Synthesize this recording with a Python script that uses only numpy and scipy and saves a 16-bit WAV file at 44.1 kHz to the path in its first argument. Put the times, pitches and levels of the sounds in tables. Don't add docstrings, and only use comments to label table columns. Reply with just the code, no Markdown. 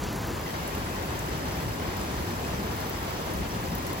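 import sys
import numpy as np
from scipy import signal
from scipy.fft import rfft, irfft
from scipy.io import wavfile

SR = 44100
rng = np.random.default_rng(int(sys.argv[2]) if len(sys.argv) > 2 else 0)


def wav_record(signal):
    frames = np.transpose(np.atleast_2d(signal))
    bounded = np.clip(frames, -1, 1)
    quanta = np.round(bounded * 32767).astype(np.int16)
    wavfile.write(sys.argv[1], SR, quanta)


N = 176400
TIME = np.arange(N) / SR
FREQS = np.maximum(np.arange(N // 2 + 1) * SR / N, 1)

# f/Hz, relative level/dB
RUSH_EQ = [(20, -40), (30, -24), (40, -3.5), (52, .5), (75, 1.5), (110, -1), (170, -1.35), (250, -5),
           (335, -5), (600, -9.5), (1040, -10.5), (1280, -14.5), (1700, -16), (2200, -19), (2800, -21),
           (4100, -22.5), (5300, -24.5), (6400, -27.5), (7400, -44), (10000, -70)]
# t/s, gain/dB
BOIL_RIDE = [(.3, 0.4), (.5, -1), (1.7, .5), (2.7, 0), (2.9, -1.3), (3.22, -1.2), (3.4, 0.6), (3.9, -0.5)]
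# t/s, level/dB, centre f/Hz, half-length/s
HEAVE_CUES = [(0.323, -38.5, 319, 0.061), (1.676, -30, 94, 0.023), (2.195, -33.5, 70, .03),
              (2.617, -35.5, 188, 0.049), (3.402, -33, 174, 0.021), (3.41, -36, 62, 0.082),
              (3.555, -36, 146, .03), (3.738, -36, 160, .055)]
# f/Hz, relative level/dB
FIZZ_EQ = [(3000, -36), (5000, -14.5), (6500, -5), (7700, 2), (8800, 0.5), (9600, 1), (10900, -5),
           (12500, -2.5), (14500, -2.5), (16000, -4.5)]
# f/Hz, relative level/dB
CRACKLE_EQ = [(3000, -16), (6000, -10), (9000, -2), (12000, 6), (15000, -7), (16500, 2.5)]
# t/s, level/dB, centre f/Hz
DROP_CUES = [(0.038, -34.5, 7300), (.128, -32, 12000), (.160, -31, 10900), (.273, -33, 14000),
             (0.678, -31, 11400), (.751, -31, 14000), (1.191, -32, 8150), (1.969, -33, 14000),
             (2.013, -35, 7500), (2.766, -33, 15000), (2.802, -32, 14000), (2.864, -34, 14000),
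             (2.897, -28, 15100), (3.336, -31, 11900), (3.752, -26, 13500), (3.782, -31, 14500),
             (3.867, -31, 10600), (3.93, -29, 12000)]
# t/s, peak level/dB, starting f/Hz
BUBBLE_CUES = [(.462, -32.5, 2000), (.716, -37, 1860), (.748, -37, 2780), (1.535, -41, 5000),
               (1.731, -40, 5250), (2.335, -39, 2450), (2.443, -34, 2530), (3.659, -39, 5060)]
# f/Hz, left-right likeness/0-1, left phase lead/rad, left over right/dB
SPRING_IMAGE = [(30, 0.8, 0, 4), (70, 1, 0, 0), (190, 0.88, 0, 2.5), (340, 0.86, -0.63, 1),
                (525, 0.57, -1.3, 1.5), (805, 0.11, -0.68, -1.3), (1050, 0.47, -1.9, 0.8),
                (1400, 0.4, -2.5, 2), (1730, .18, -4.5, 4), (1960, 0.2, -6, 3.5), (3080, 0.16, -5, 0.5),
                (3850, 0, -5, 0.7), (4010, 0.26, -4, -0.5), (5260, 0.6, -9, -2.5), (6270, 0.2, -7.5, -2.5),
                (6800, 0.7, -10, -6)]
# f/Hz, left-right likeness/0-1, left phase lead/rad, left over right/dB
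TRICKLE_IMAGE = [(6160, 0.8, 0.46, 14.5), (7170, 0.27, 2.4, 8), (8470, 0.99, 3.04, -1),
                 (9320, 0.98, 3.48, 0.5), (10570, 0.49, 2.8, 0), (13100, 0.6, 1.78, 0),
                 (15200, 0.8, 0.59, 0)]
# f/Hz, side gain/dB, mid gain/dB
ZOOM_EQ = [(100, 1, 0), (350, -5.5, -0.5), (900, -1.5, 0.5), (1450, -9, 3), (1900, -43, 0),
           (5600, -63, 1.7), (7000, -2, 4), (7800, 0, -0.5)]


def vent():
    rush_db, surge_db, gurgle_db, crossover_hz = -32.5, 0.81, -41, 480
    rush = coloured(rng.standard_normal((2, N)), RUSH_EQ) * from_db(rush_db + surge_db * drift(15))
    gurgle = bubbles(low_hz=230.6, high_hz=3194, per_s=1200, cycles=26, spread_db=2.0, pitches=32)
    bed = rush + from_db(gurgle_db) * coloured(gurgle, RUSH_EQ)
    rumble = irfft(rfft(bed) / (1 + (FREQS / crossover_hz) ** 10), N)
    boil = from_db(np.interp(TIME, *np.transpose(BOIL_RIDE)))
    return bed - rumble + rumble * boil


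def heaves(width_hz=59):
    out = np.zeros((2, N))
    for at_s, db, hz, half_s in HEAVE_CUES:
        band = resonate(rng.standard_normal((2, N)), hz, width_hz)
        swell = unit_power(resonate(band, hz, width_hz))
        out += from_db(db) * swell * np.exp(-((TIME - at_s) / half_s) ** 2)
    return out


def trickle():
    crackle_db, pop_db, hiss_db = -52, -49.5, -46.5
    spurt_db, flutter_db = 6.5, 1.0
    crackle = grains(per_s=710, spread_db=1.5) * from_db(spurt_db * np.minimum(drift(44), 1))
    pops = bubbles(low_hz=6930, high_hz=16200, per_s=700, cycles=130, spread_db=1.5, pitches=26)
    hiss = rng.standard_normal((2, N)) * from_db(flutter_db * drift(25))
    return (from_db(crackle_db) * coloured(crackle, CRACKLE_EQ)
            + from_db(pop_db) * coloured(pops, FIZZ_EQ)
            + from_db(hiss_db) * coloured(hiss, FIZZ_EQ))


def drops(length=2048):
    attack_s, tick_s, tail_s, tail_share = 0.0003, 0.0008, 0.006, 0.3
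    small_drop_hz, width_hz = 14000, 4500
    out = np.zeros((2, N + length))
    t = np.arange(length) / SR
    attack, decay_time = np.minimum(t / attack_s, 1), np.maximum(t - attack_s, 0)
    tail = np.exp(-decay_time / tail_s)
    for at_s, db, hz in DROP_CUES:
        tick = np.exp(-decay_time / (tick_s * (small_drop_hz / hz) ** 2))
        envelope = attack * ((1 - tail_share) * tick + tail_share * tail)
        band = resonate(rng.standard_normal((2, length)), hz, width_hz)
        spray = unit_power(resonate(band, hz, width_hz * 2))
        start = int(at_s * SR)
        out[:, start:start + length] += from_db(db) * envelope * spray
    return out[:, :N]


def clear_bubbles(t60_s=0.055, rise_per_s=0.6):
    out = np.zeros((2, N))
    for at_s, db, hz in BUBBLE_CUES:
        t = np.clip(TIME - at_s, 0, 2 * t60_s)
        ring = np.sin(2 * np.pi * hz * (t + rise_per_s * t * t / 2))
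        out[0] += from_db(db) * ring * np.exp(-np.log(1000) * t / t60_s)
    return out


def runoff(level_db=-48, peak_s=1, half_length_s=0.63):
    plips = bubbles(low_hz=1130, high_hz=3290, per_s=170, cycles=50, spread_db=1.0, pitches=28)
    facing = np.exp(-((TIME - peak_s) / half_length_s) ** 2)
    return from_db(level_db) * facing * coloured(plips, RUSH_EQ)


def plinks(small_db=-56.5, large_db=-49.5):
    small = bubbles(low_hz=5030, high_hz=5790, per_s=60, cycles=270, spread_db=2.5, pitches=13)
    large = bubbles(low_hz=949, high_hz=2993, per_s=70, cycles=74, spread_db=1.4, pitches=24)
    return from_db(small_db) * small + from_db(large_db) * coloured(large, RUSH_EQ)


def bubbles(low_hz, high_hz, per_s, cycles, spread_db, pitches):
    out = np.zeros((2, N))
    for hz in np.geomspace(low_hz, high_hz, pitches):
        width_hz = np.log(1000) * hz / (np.pi * cycles)
        out += resonate(grains(per_s / pitches, spread_db), hz, width_hz)
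    return unit_power(out)


def grains(per_s, spread_db):
    sizes = from_db(spread_db * np.minimum(rng.exponential(1, (2, N)), 5))
    polarity = rng.choice([-1, 1], (2, N))
    return sizes * polarity * (rng.random((2, N)) < per_s / SR)


def drift(rate_hz):
    return unit_power(irfft(rfft(rng.standard_normal(N)) / (1 + (FREQS / rate_hz) ** 2), N))


def resonate(x, hz, width_hz):
    radius = np.exp(-np.pi * width_hz / SR)
    feedforward = np.array([1, 0, -1]) * (1 - radius ** 2) / 2
    feedback = [1, -2 * radius * np.cos(2 * np.pi * hz / SR), radius ** 2]
    return signal.lfilter(feedforward, feedback, x + 1e-18)


def coloured(x, eq):
    return unit_power(irfft(rfft(x) * from_db(curves(eq)[0]), N))


def curves(table):
    hz, *columns = np.transpose(table)
    return [np.interp(np.log(FREQS), np.log(hz), column) for column in columns]


def from_db(db):
    return 10 ** (np.asarray(db) / 20)


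def unit_power(x):
    return x / np.sqrt(np.mean(x ** 2) + 1e-20)


def in_stereo(pair, image):
    likeness, lead, balance_db = curves(image)
    sides = np.array([[1], [-1]])
    mid, side = rfft(pair)
    left_right = np.sqrt((1 + likeness) / 2) * mid + sides * np.sqrt((1 - likeness) / 2) * side
    return irfft(left_right * np.exp(sides * 1j * lead / 2) * from_db(sides * balance_db / 2), N)


def scene():
    spring = vent() + heaves() + runoff() + plinks() + clear_bubbles()
    return in_stereo(spring, SPRING_IMAGE) + in_stereo(trickle() + drops(), TRICKLE_IMAGE)


def record(dry):
    hold_until_s, open_at_s, cutoff_hz = 0.28, 0.48, 15900
    side_db, mid_db = curves(ZOOM_EQ)
    left, right = rfft(dry)
    mid = (left + right) / 2 * from_db(mid_db)
    side = (left - right) / 2 * from_db(side_db)
    narrow = irfft(np.array([mid + side, mid - side]), N)
    zoom = np.clip((open_at_s - TIME) / (open_at_s - hold_until_s), 0, 1)
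    heard = zoom * narrow + (1 - zoom) * dry
    return irfft(rfft(heard) / np.sqrt(1 + (FREQS / cutoff_hz) ** 400), N)


dry = scene()
out = record(dry)
wav_record(out)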